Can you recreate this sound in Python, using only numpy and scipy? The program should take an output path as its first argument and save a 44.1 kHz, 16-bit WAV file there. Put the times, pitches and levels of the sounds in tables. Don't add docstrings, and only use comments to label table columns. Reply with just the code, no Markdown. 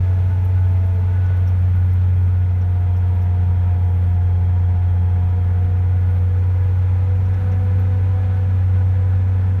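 import sys
import numpy as np
from scipy import signal
from scipy.fft import rfft, irfft
from scipy.io import wavfile

SR = 44100
rng = np.random.default_rng(int(sys.argv[2]) if len(sys.argv) > 2 else 0)


def generate_wav(sig):
    pcm = np.round(np.clip(np.atleast_2d(sig).T, -1, 1) * 32767).astype(np.int16)
    wavfile.write(sys.argv[1], SR, pcm)


N = 423360
T = np.arange(N) / SR
FREQ = np.maximum(np.arange(N // 2 + 1) * SR / N, 1)
CYLINDERS = 6


# t/s, f/Hz
FIRING_RATE = [(0.0, 91.23), (0.5, 92.1), (0.9, 90.81), (1.2, 91.98), (1.4, 90.79), (2.45, 90.67),
               (3.9, 89.33), (4.15, 89.01), (4.5, 89.6), (4.95, 89.12), (5.9, 90.66), (6.25, 90.3),
               (6.55, 91.33), (6.95, 91.87), (7.45, 93.53), (8.4, 93.45), (8.6, 92.5), (9.6, 93.4)]
# t/s, level/dB
BOOM_LEVEL = [(0.0, -14.5), (0.4, -16.5), (0.65, -14), (0.95, -16.0), (2.25, -14), (2.5, -16.1),
              (3.3, -15.5), (4.35, -15.1), (5.75, -15.8), (5.9, -15.1), (7.3, -15.5), (7.4, -17.5),
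              (7.75, -15), (8.45, -16.5), (8.7, -14.5), (9.6, -16)]
# multiple of the two-turn cycle, level/dB
CYCLE_ORDERS = [(2, -52), (3, -39.5), (4, -39), (10, -44.5), (13, -48), (14, -53.5), (18, -53.5), (20, -64),
                (22, -57), (28, -52), (29, -64), (34, -59), (38, -62), (44, -66.5), (56, -67), (64, -63.5),
                (80, -68), (112, -71.5), (288, -81)]
# f/Hz, width/Hz, lift/dB
ENGINE_TO_SEAT = [(183.36, 4, -19), (1450, 11, 7.5), (1501, 21, 8)]
# level/dB, roughness/0-1, then their bracket's f/Hz, width/Hz, lift/dB
BELT_ACCESSORIES = [(-65, .12, 848, 25, 16.5), (-62, 0.2, 837, 12, 10)]

def engine(firing, firing_hz):
    def at_seat(ratio, db, path, rough, rate):
        return undb(db + lift_db(ratio * firing_hz, path)) * tone(ratio * firing, rough, rate)

    out = undb(curve(BOOM_LEVEL)) * tone(firing, rough=0.013, rate=10)
    out += at_seat(ratio=2, db=-36, path=ENGINE_TO_SEAT, rough=0.24, rate=7.5)
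    for multiple, db in CYCLE_ORDERS:
        phase = multiple * firing / CYLINDERS + rng.uniform(0, 2 * np.pi)
        out += undb(db) * tone(phase, rough=0.19, rate=2.4)
    out += at_seat(ratio=16, db=-65, path=ENGINE_TO_SEAT, rough=0.42, rate=22)
    pulley_ratios = (9.52, 9.12)
    for ratio, (db, rough, *bracket) in zip(pulley_ratios, BELT_ACCESSORIES):
        out += at_seat(ratio, db, [bracket], rough, rate=5.5)
    return out


# t/s, f/Hz
MESH_RATE = [(0.0, 221.7), (1.0, 221.6), (1.85, 229.2), (2.8, 236), (5.35, 239.2), (5.9, 240.7),
             (6.15, 241.9), (7.05, 246.2), (7.45, 248.9), (8.45, 249.4), (8.7, 247.6), (9.05, 248.9),
             (9.6, 249)]
# t/s, lift/dB
TOOTH_LOAD = [(0, -0.5), (1.45, 1), (2.0, -1.5), (3, 1.5), (3.9, -1), (5.8, 0.5), (8.2, 0.5), (9.3, -2)]
# level/dB, roughness/0-1
WHINE_HARMONICS = [(-52, .2), (-47.5, .3), (-48, 0.25), (-56, 0.6)]
# f/Hz, width/Hz, lift/dB
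GEARBOX_TO_SEAT = [(221, 3.6, 5), (250.4, 5.1, 11), (460, 24, -8.5), (496, 26, 3.5), (689.5, 15, -13),
                   (711, 18, 2.5), (734.5, 9, -12.5), (893, 25, 5.5), (922, 16, -9), (975, 10, -7)]

def gears():
    mesh_hz, load_db = curve(MESH_RATE), curve(TOOTH_LOAD)
    mesh = turns(mesh_hz)
    out = np.zeros(N)
    for k, (db, rough) in enumerate(WHINE_HARMONICS, 1):
        path_db = lift_db(k * mesh_hz, GEARBOX_TO_SEAT)
        out += undb(db + load_db + path_db) * tone(k * mesh, rough, rate=6)
    return out


# t/s, level/dB
RUMBLE_LEVEL = [(0, -37), (.9, -40.5), (2.1, -39), (2.6, -41), (3.4, -39.5), (5.8, -39), (6.3, -41),
                (7.4, -38.5), (7.9, -41), (9.6, -40.5)]
# f/Hz, relative level/dB
RUMBLE_SPECTRUM = [(20, -74), (28, -58), (38, -51.5), (55, -53), (70, -48.5), (120, -48.5), (155, -53),
                   (200, -57.5), (250, -65.5), (310, -69), (380, -71), (600, -100), (2000, -160)]

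def road_rumble():
    shaking = rng.standard_normal(N) * undb(0.8 * walk(11))
    return undb(curve(RUMBLE_LEVEL)) * band_unit(colour(shaking, RUMBLE_SPECTRUM), 120, 170)


# t/s, level/dB
CLATTER_LEVEL = [(0.0, -48), (1.0, -49), (1.15, -47.5), (2.5, -50), (3.15, -49), (4.9, -49), (6.5, -48),
                 (7.5, -47), (9.6, -47.5)]
# t/s, lift/dB
COMBUSTION_HARDNESS = [(0, 2), (1.2, 1.3), (2.2, 0.5), (5, -1), (8, 0.5), (9.6, -.5)]
# f/Hz, relative level/dB
CLATTER_SPECTRUM = [(300, -102), (380, -80), (470, -68), (600, -75), (780, -71.5), (930, -75), (1080, -79),
                    (1600, -79.5), (2450, -85.5), (2900, -90), (3500, -92), (4400, -99), (4900, -104),
                    (6500, -125)]
# f/Hz, width/Hz, lift/dB
FIREWALL_MODES = [(410, 30, 0), (966, 22, 5), (1224, 39, 2.5), (1310, 40, 5.5), (1458, 59, 5),
                  (1683, 36, 6), (2200, 70, 2.5), (2450, 110, 3.5), (4370, 130, 1.5)]

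def clatter(firing):
    pulsing = 1 + 0.046 * np.cos(firing) + 0.077 * np.cos(firing / CYLINDERS)
    combustion = rng.standard_normal(N) * pulsing * undb(0.5 * walk(9.9))
    treble = colour(combustion, [(1800, -40), (2500, -0.5)])
    combustion += (undb(curve(COMBUSTION_HARDNESS)) - 1) * treble
    in_cab = colour(combustion, CLATTER_SPECTRUM, FIREWALL_MODES)
    return undb(curve(CLATTER_LEVEL)) * band_unit(in_cab, 1000, 4000)


# f/Hz, width/Hz, resting level/dB, firing rate where loudest/Hz, span/Hz, lift/dB
BUZZ_BANDS = [(1720, 60, -71, 93.4, 1.5, 13), (2040, 41, -63.5, 91.4, 1.2, 5.5),
              (3250, 61, -75, 89.4, 3.3, 8.5)]

def buzzes(firing_hz):
    return sum(undb(db + lift_db(firing_hz, [swell])) * airy(2 * np.pi * hz * T, width)
               for hz, width, db, *swell in BUZZ_BANDS)


# t/s, length/s, level/dB
WHINE_SWELLS = [(.26, 0.11, -52), (.55, 0.15, -52), (1.056, .35, -49), (1.75, 0.099, -53),
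                (8.73, 0.12, -53)]

def cab_resonance(pitch_hz=1480, edge_s=0.033):
    envelope = sum(undb(db) * np.clip(np.minimum(T - start, start + length - T) / edge_s, 0, 1)
                   for start, length, db in WHINE_SWELLS)
    return envelope * tone(2 * np.pi * pitch_hz * T, rough=0.14, rate=15)


# t/s, level/dB
CHINK_KNOCKS = [(1.258, -56), (1.4713, -52), (1.9137, -58), (2.611, -56), (2.962, -55), (3.2146, -57.5),
                (7.2534, -59), (7.3375, -56.5), (7.5148, -53.5)]
# f/Hz, width/Hz, relative level/dB
CHINK_RING = [(5370, 260, -2), (5678, 240, -0.5), (6300, 370, -7.5)]
# t/s, level/dB
TICK_KNOCKS = [(0.4468, -53.5), (0.8604, -60), (1.365, -60), (1.479, -56), (1.7564, -60), (1.93, -54.5),
               (2.9703, -59), (3.1467, -61), (3.2131, -60), (3.2255, -64), (7.7937, -57.5)]
# f/Hz, width/Hz, relative level/dB
TICK_RING = [(11800, 2600, -2.5), (13100, 1800, 5.5), (14900, 1800, 0.5)]

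def rattle(knocks, modes, decay_s, attack_s):
    envelope = np.zeros(N)
    for start, db in knocks:
        age = np.maximum(T - start + attack_s / 2, 0)
        envelope += undb(db) * (1 - np.exp(-age / attack_s)) * np.exp(-np.minimum(age / decay_s, 20))
    contacts = envelope * rng.standard_normal(N)
    ring = sum(undb(db) / (1 + 2j * (FREQ - hz) / width) ** 2 for hz, width, db in modes)
    return irfft(rfft(contacts) * unit(ring), N)


# t/s, level/dB
SPRAY_LEVEL = [(0, -73), (1, -74), (2.6, -77), (3.3, -76), (5.2, -76.5), (7.6, -74), (9.6, -75)]
# f/Hz, relative level/dB
SPRAY_SPECTRUM = [(3500, -125), (5000, -107), (5600, -102), (6800, -105), (7600, -109), (9700, -108),
                  (10400, -114), (10900, -110), (12500, -110), (15700, -112)]

def spray():
    rush = rng.standard_normal(N) * undb(0.3 * walk(18))
    return undb(curve(SPRAY_LEVEL)) * band_unit(colour(rush, SPRAY_SPECTRUM), 6500, 7700)


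# t/s, f/Hz
BLADE_RATE = [(0, 4540), (1.2, 4466), (2.4, 4430), (3.4, 4335), (4.1, 4390), (4.9, 4310), (5.9, 4476),
              (7.5, 4510), (8, 4346), (8.7, 4016), (9.1, 3975), (9.6, 4100)]

def turbo(db_per_octave=32, waver_db=1.6):
    blade_hz = curve(BLADE_RATE)
    spin_db = db_per_octave * np.log2(blade_hz / blade_hz.mean()) + waver_db * walk(2.2)
    second = undb(-76 + spin_db) * airy(turns(2 * blade_hz), width_hz=190)
    third = undb(-74.7 + spin_db) * airy(turns(3 * blade_hz), width_hz=300)
    return second + third


def undb(db):
    return 10 ** (np.asarray(db) / 20)


def unit(x):
    return x / np.sqrt(np.mean(np.abs(x) ** 2))


def band_unit(x, low_hz, high_hz):
    inside = (FREQ > low_hz) & (FREQ < high_hz)
    return x / np.std(irfft(rfft(x) * inside, N))


def curve(table):
    return np.interp(T, *np.transpose(table))


def turns(hz):
    return 2 * np.pi * np.cumsum(hz) / SR + rng.uniform(0, 2 * np.pi)


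def walk(rate):
    return unit(irfft(rfft(rng.standard_normal(N)) / (1 + (FREQ / rate) ** 2), N))


def tone(phase, rough, rate):
    return np.sqrt(2) * ((1 + rough * walk(rate)) * np.sin(phase) + rough * walk(rate) * np.cos(phase))


def airy(phase, width_hz):
    return unit(walk(width_hz) * np.sin(phase) + walk(width_hz) * np.cos(phase))


def lift_db(hz, resonances):
    return sum(lift / (1 + (2 * (hz - centre) / width) ** 2) for centre, width, lift in resonances)


def colour(x, spectrum, resonances=()):
    hz, db = np.transpose(spectrum)
    shape_db = np.interp(np.log(FREQ), np.log(hz), db) + lift_db(FREQ, resonances)
    return irfft(rfft(x) * undb(shape_db), N)


def scene():
    firing_hz = curve(FIRING_RATE)
    firing = turns(firing_hz)
    drone = engine(firing, firing_hz) + gears() + buzzes(firing_hz) + turbo()
    roar = road_rumble() + clatter(firing) + spray()
    chinks = rattle(CHINK_KNOCKS, CHINK_RING, decay_s=0.012, attack_s=0.003)
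    ticks = rattle(TICK_KNOCKS, TICK_RING, decay_s=0.015, attack_s=0.0015)
    return (drone + roar + cab_resonance() + chinks + ticks)[None]


def record(dry):
    fades = np.clip(np.minimum(T, T[-1] - T) / 0.008, 0, 1)
    top_cut = signal.ellip(10, 0.1, 80, 15600, fs=SR, output="sos")
    return signal.sosfilt(top_cut, dry * fades)


dry = scene()
out = record(dry)
generate_wav(out)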